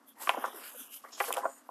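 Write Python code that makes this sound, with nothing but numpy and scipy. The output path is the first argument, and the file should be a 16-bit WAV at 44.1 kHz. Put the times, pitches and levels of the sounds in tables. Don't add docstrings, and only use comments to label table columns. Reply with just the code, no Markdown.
import sys
import numpy as np
from scipy import signal
from scipy.fft import rfft, irfft
from scipy.io import wavfile
from scipy.ndimage import uniform_filter1d

SR = 44100
rng = np.random.default_rng(int(sys.argv[2]) if len(sys.argv) > 2 else 0)


def generate_wav(sig):
    pcm = np.round(np.clip(np.atleast_2d(sig).T, -1, 1) * 32767).astype(np.int16)
    wavfile.write(sys.argv[1], SR, pcm)


N = 74970
TIME = np.arange(N) / SR

# pitch_hz, level_db
AIR_COLOUR = [(25, -32), (80, -9), (125, 18), (165, -15.5), (215, 4.5), (280, 10.5), (400, -13.5),
              (1000, -33), (1700, -21), (6000, -26), (13000, -49)]
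AIR_DB = -64

# time_s, level_db
HISS_LEVEL = [(0, -80), (.05, -83), (.09, -53.5), (.15, -83), (.185, -62.5), (.22, -45), (.26, -49),
              (.35, -59.5), (.42, -52), (.51, -60.5), (.58, -47.5), (.625, -56.5), (.67, -46.5),
              (.73, -54.5), (.80, -46), (.89, -62), (.93, -48.5), (.97, -47.5), (1.02, -69), (1.17, -65.5),
              (1.21, -45.5), (1.29, -42), (1.35, -62), (1.38, -47.5), (1.42, -66.5), (1.58, -65),
              (1.63, -76.5), (1.7, -68.5)]
# pitch_hz, level_db
HISS_COLOUR = [(3000, -32), (6500, -15), (8500, -9.5), (10500, 3.5), (12000, 5.5), (13600, 2.5),
               (15000, -28)]
# time_s, level_db
SCRAPE_LEVEL = [(0, -78), (.17, -71.5), (.22, -49), (.30, -48), (.36, -59.5), (.43, -62), (.455, -49.5),
                (.50, -60.5), (.57, -55), (.68, -52.5), (.745, -60.5), (.81, -54), (.86, -56), (.895, -70),
                (.94, -50), (1.01, -64.5), (1.16, -66.5), (1.20, -47.5), (1.29, -46), (1.315, -55),
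                (1.39, -50), (1.43, -64), (1.7, -74.5)]
# pitch_hz, level_db
SCRAPE_COLOUR = [(700, -16), (1900, -5.5), (2900, 2.5), (3550, -2.5), (4000, -2.5), (4700, -1), (5400, -2),
                 (6400, -2.5), (7600, -1), (9500, -2), (13000, -14.5)]
# time_s, level_db
RUSTLE_LEVEL = [(0, -67.5), (.15, -69), (.22, -51), (.26, -56), (.32, -46.5), (.41, -46), (.48, -43.5),
                (.52, -54.5), (.56, -50.5), (.61, -55.5), (.67, -55), (.75, -60.5), (.85, -63.5),
                (1.03, -67.5), (1.045, -48), (1.11, -62), (1.17, -59.5), (1.23, -50.5), (1.35, -42.5),
                (1.42, -47.5), (1.47, -49.5), (1.53, -61.5), (1.63, -65)]
# pitch_hz, level_db
RUSTLE_COLOUR = [(140, -50), (230, -8.5), (420, 0), (800, 1.5), (1150, 3), (1600, -2.5), (2000, -6.5),
                 (3000, -43), (5000, -34)]
HISS_ROUGH_DB, SCRAPE_ROUGH_DB, RUSTLE_ROUGH_DB, RUB_ROUGH_DB = 1.5, 2.5, 3.5, 2
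GRAINS_PER_S = 280

# (each: pitch_hz, width_hz, level_db)
RUBS = [(.07, .07, -65.5, .035, .035, 0, [(3350, 250, 0)]), (.15, .095, -52, .065, .02, .1, [(880, 250, 0),
        (1950, 350, -5)]), (.19, .09, -52, .025, .04, -.1, [(7900, 1100, 0)]),
        (.32, .27, -56, .02, .13, .3, [(3100, 800, 0)]), (.53, .07, -50, .01, .04, 0, [(390, 90, 0)]),
        (.575, .14, -51, .075, .04, .2, [(1450, 400, 0), (2500, 900, 0), (4600, 900, -5)]),
        (.725, .05, -54, .02, .02, -.3, [(560, 100, 0)]), (.73, .14, -58, .03, .07, 0, [(1500, 300, 0)]),
        (.77, .085, -52, .035, .035, -.1, [(3300, 450, 0), (6100, 600, -4), (8800, 1200, 1)]),
        (.795, .04, -55, .015, .02, 0, [(260, 60, 0)]), (.85, .145, -57, .08, .03, .12, [(2950, 400, 0)]),
        (1.04, .07, -54, .01, .04, 0, [(1180, 120, 0), (2000, 350, -6)]),
        (1.12, .09, -50, .004, .06, .08, [(3600, 1200, -5), (5400, 900, -1), (6850, 700, 0)]),
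        (1.39, .245, -55.5, .11, .12, -.04, [(7000, 400, -2), (8500, 1200, 0)])]
GRIP_SMOOTHING_SAMPLES = 64

# time_s, centre_hz, depth_db
HOLLOWS = [
    [(.3, 4200, 0), (.4, 4300, -13), (.56, 4450, -13), (.66, 4100, 0), (.76, 4400, -17), (1.1, 4300, -1)],
    [(.3, 8400, 0), (.36, 8200, -8), (.5, 7300, -5), (.56, 6600, -12), (.76, 5300, -12), (.93, 5100, 0)],
    [(.44, 2800, 0), (.5, 2750, -9), (.65, 2200, 0), (.8, 2100, -8), (.95, 1900, -9), (1.03, 1900, 0)],
]
HOLLOW_OCTAVES = .13

# start_s, level_db, pitch_hz, swell_s
POPS = [(0.216, -42.5, 917, 0.0026), (.273, -22, 1174, 0.0018), (.293, -16, 935, 0.0012),
        (0.2957, -39, 1010, 0.0014), (0.3019, -27.5, 1170, 0.0021), (.3446, -30.5, 920, 0.0026),
        (0.3705, -26.5, 487, 0.0015), (.3755, -29.5, 870, 0.0017), (0.378, -29.5, 270, 0.0029),
        (.4392, -23.5, 940, 0.0019), (0.442, -24, 1250, 0.0013), (.451, -24, 990, 0.00079),
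        (0.481, -38, 1070, .002), (1.038, -43, 1160, 0.0028), (1.2018, -21.5, 1235, 0.0017),
        (1.2052, -22.5, 827, 0.0028), (1.2088, -36.5, 430, 0.0022), (1.2125, -33.5, 1085, .0031),
        (1.2409, -31, 1320, 0.00067), (1.278, -31.5, 466, .008), (1.3053, -21, 950, 0.00052),
        (1.3116, -29.5, 950, 0.0011), (1.3691, -29.5, 610, 0.0021), (1.372, -22.5, 950, 0.0018),
        (1.3796, -26.5, 780, 0.0014), (1.389, -33.5, 825, .0022), (1.432, -33.5, 1030, 0.00395),
        (1.4425, -25, 893, 0.0024), (1.453, -18.5, 638, .002), (1.458, -33.5, 453, 0.0018),
        (1.463, -32, 776, .0013), (1.6901, -32.5, 914, .001)]
# start_s, level_db, pitch_hz
SNAPS = [(.273, -24, 2260), (.293, -10, 2690), (0.2981, -20.5, 1830), (.4412, -28, 1560),
         (1.2027, -18, 2120), (1.2052, -21.5, 1970), (1.2082, -18, 1800), (1.2124, -27, 1970),
         (1.241, -29.5, 2500), (1.3055, -25, 1210), (1.3693, -31.5, 3150)]
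SNAP_SWELL_S = 0.0004
# pitch_hz, level_db
CRUNCH_COLOUR = [(200, -87), (380, 0), (800, -4), (1450, -2), (1900, -22.5), (3000, -39), (6000, -47)]
CRUNCH_DB, CRUNCH_ROUGH_DB = -10.5, -1.0
# pitch_hz, level_db, fade_s (time to fall 60 dB)
FADING_TONES = [(405, -49.5, 0.13), (693.5, -55, 0.13), (818.4, -51, 0.15), (1095, -55.5, 0.16),
                (1183, -46.5, 0.077), (2196, -58, 0.36)]
FLUTTER_DB, FLUTTER_FADE_S = -7.5, 0.038
SHEET_LOW_HZ = 309

# start_s, level_db, swell_s
CRACKLES = [(1.3257, -23.5, .0012), (1.338, -29, .0009), (1.3415, -32, .0006), (1.3448, -31, .0008),
            (1.3686, -35, .0006), (.2931, -29, .0005)]
# pitch_hz, level_db
CRACKLE_COLOUR = [(500, -10), (1800, -21), (2300, 13), (3500, 4), (4000, -38), (5000, 8), (5900, -17),
                  (7600, 10.5), (8500, -9), (10200, 13), (11500, -2.5), (12500, -4.5), (14500, 0)]

ROOM_DB, ROOM_FADE_S = -11, 0.16
TAIL_BUILD_S, TAIL_TOP_HZ = 0.0037, 2780
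LOW_CUT_HZ, BASS_LEAK_DB, TOP_CUT_HZ = 202.6, -33.5, 14600


def from_db(db):
    return 10 ** (np.asarray(db) / 20)


def rms_one(x):
    return x / np.sqrt(np.mean(x ** 2) + 1e-20)


def level(curve):
    return from_db(np.interp(TIME, *np.transpose(curve)))


def filtered(x, order, hz, kind="low"):
    return signal.sosfilt(signal.butter(order, hz, kind, fs=SR, output="sos"), x)


def coloured(x, colour):
    hz, db = np.transpose(colour)
    bins = np.maximum(np.fft.rfftfreq(N, 1 / SR), 1)
    gain = from_db(np.interp(np.log(bins), np.log(hz), db))
    return rms_one(irfft(rfft(x) * gain, N))


def catches(rough_db):
    grain = np.cumsum(rng.random(N) < GRAINS_PER_S / SR)
    strength = from_db(rough_db * np.clip(rng.standard_normal(N + 1), -2, 2))
    return strength[grain]


def friction(colour, rough_db):
    return coloured(catches(rough_db) * rng.standard_normal(N), colour)


def swell(start, swell_s):
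    u = np.maximum(TIME - start, 0) / swell_s
    return (u * np.exp(1 - np.minimum(u, 50))) ** 2


def flick(start, hz, swell_s):
    return swell(start, swell_s) * np.sin(2 * np.pi * hz * (TIME - start - swell_s))


def ring(x, hz, fade_s):
    radius = np.exp(-np.log(1000) / (fade_s * SR))
    turn = 2 * np.pi * hz / SR
    return signal.lfilter([0, np.sin(turn)], [1, -2 * radius * np.cos(turn), radius * radius], x + 1e-18)


def tail(x, fade_s):
    fade = np.exp(-np.log(1000) * TIME / fade_s)
    response = rng.standard_normal(N) * fade * np.minimum(TIME / TAIL_BUILD_S, 1)
    dull = filtered(x, 2, TAIL_TOP_HZ)
    return signal.fftconvolve(dull, response / np.linalg.norm(response))[:N]


def room_air():
    return from_db(AIR_DB) * coloured(rng.standard_normal(N), AIR_COLOUR)


def sliding_page():
    hiss = level(HISS_LEVEL) * friction(HISS_COLOUR, HISS_ROUGH_DB)
    scrape = level(SCRAPE_LEVEL) * friction(SCRAPE_COLOUR, SCRAPE_ROUGH_DB)
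    rustle = level(RUSTLE_LEVEL) * friction(RUSTLE_COLOUR, RUSTLE_ROUGH_DB)
    return hiss + scrape + rustle


def rubs_and_swishes():
    out = np.zeros(N)
    for start, length, db, attack, release, glide, resonances in RUBS:
        bend = 2 ** (glide * np.clip((TIME - start) / length - .5, -.5, .5))
        rub = 0
        for hz, width_hz, peak_db in resonances:
            a, b = filtered(rng.standard_normal((2, N)), 2, width_hz / 2)
            phase = 2 * np.pi * hz * np.cumsum(bend) / SR
            band = rms_one(a * np.cos(phase) + b * np.sin(phase))
            rub = rub + from_db(peak_db) * band
        grip = uniform_filter1d(catches(RUB_ROUGH_DB), size=GRIP_SMOOTHING_SAMPLES)
        rise, fall = (TIME - start) / attack, (start + length - TIME) / release
        out += from_db(db) * rms_one(grip * rub) * np.clip(np.minimum(rise, fall), 0, 1)
    return out


def hollowed(x):
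    hz, when, frames = signal.stft(x, SR, nperseg=512, noverlap=384)
    for track in HOLLOWS:
        time_s, centre_hz, depth_db = np.transpose(track)
        octaves = np.log2(np.maximum(hz, 1)[:, None] / np.interp(when, time_s, centre_hz))
        shape = np.exp(-(octaves / HOLLOW_OCTAVES) ** 2)
        frames = frames * from_db(np.interp(when, time_s, depth_db) * shape)
    return signal.istft(frames, SR, nperseg=512, noverlap=384)[1][:N]


def buckling_sheet():
    crunch = from_db(CRUNCH_DB) * friction(CRUNCH_COLOUR, CRUNCH_ROUGH_DB)
    pops = np.zeros(N)
    for start, db, hz, swell_s in POPS:
        pops += from_db(db) * (flick(start, hz, swell_s) + crunch * swell(start, swell_s))
    for start, db, hz in SNAPS:
        pops += from_db(db) * flick(start, hz, SNAP_SWELL_S)
    tones = sum(from_db(db) * ring(pops, hz, fade_s) for hz, db, fade_s in FADING_TONES)
    flutter = from_db(FLUTTER_DB) * tail(pops, FLUTTER_FADE_S)
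    return filtered(pops + tones + flutter, 3, SHEET_LOW_HZ, "high")


def bright_crackles():
    bright_noise = coloured(rng.standard_normal(N), CRACKLE_COLOUR)
    bursts = sum(from_db(db) * swell(start, swell_s) for start, db, swell_s in CRACKLES)
    return bright_noise * bursts


def scene():
    clicks = buckling_sheet() + bright_crackles()
    air = room_air()
    room = from_db(ROOM_DB) * tail(clicks, ROOM_FADE_S)
    rubbing = hollowed(sliding_page() + rubs_and_swishes())
    return (clicks + room + rubbing + air)[None]


def record(dry):
    thin = filtered(dry, 7, LOW_CUT_HZ, "high") + from_db(BASS_LEAK_DB) * dry
    top_cut = signal.ellip(10, .3, 75, TOP_CUT_HZ, fs=SR, output="sos")
    return signal.sosfilt(top_cut, thin)


dry = scene()
out = record(dry)
generate_wav(out)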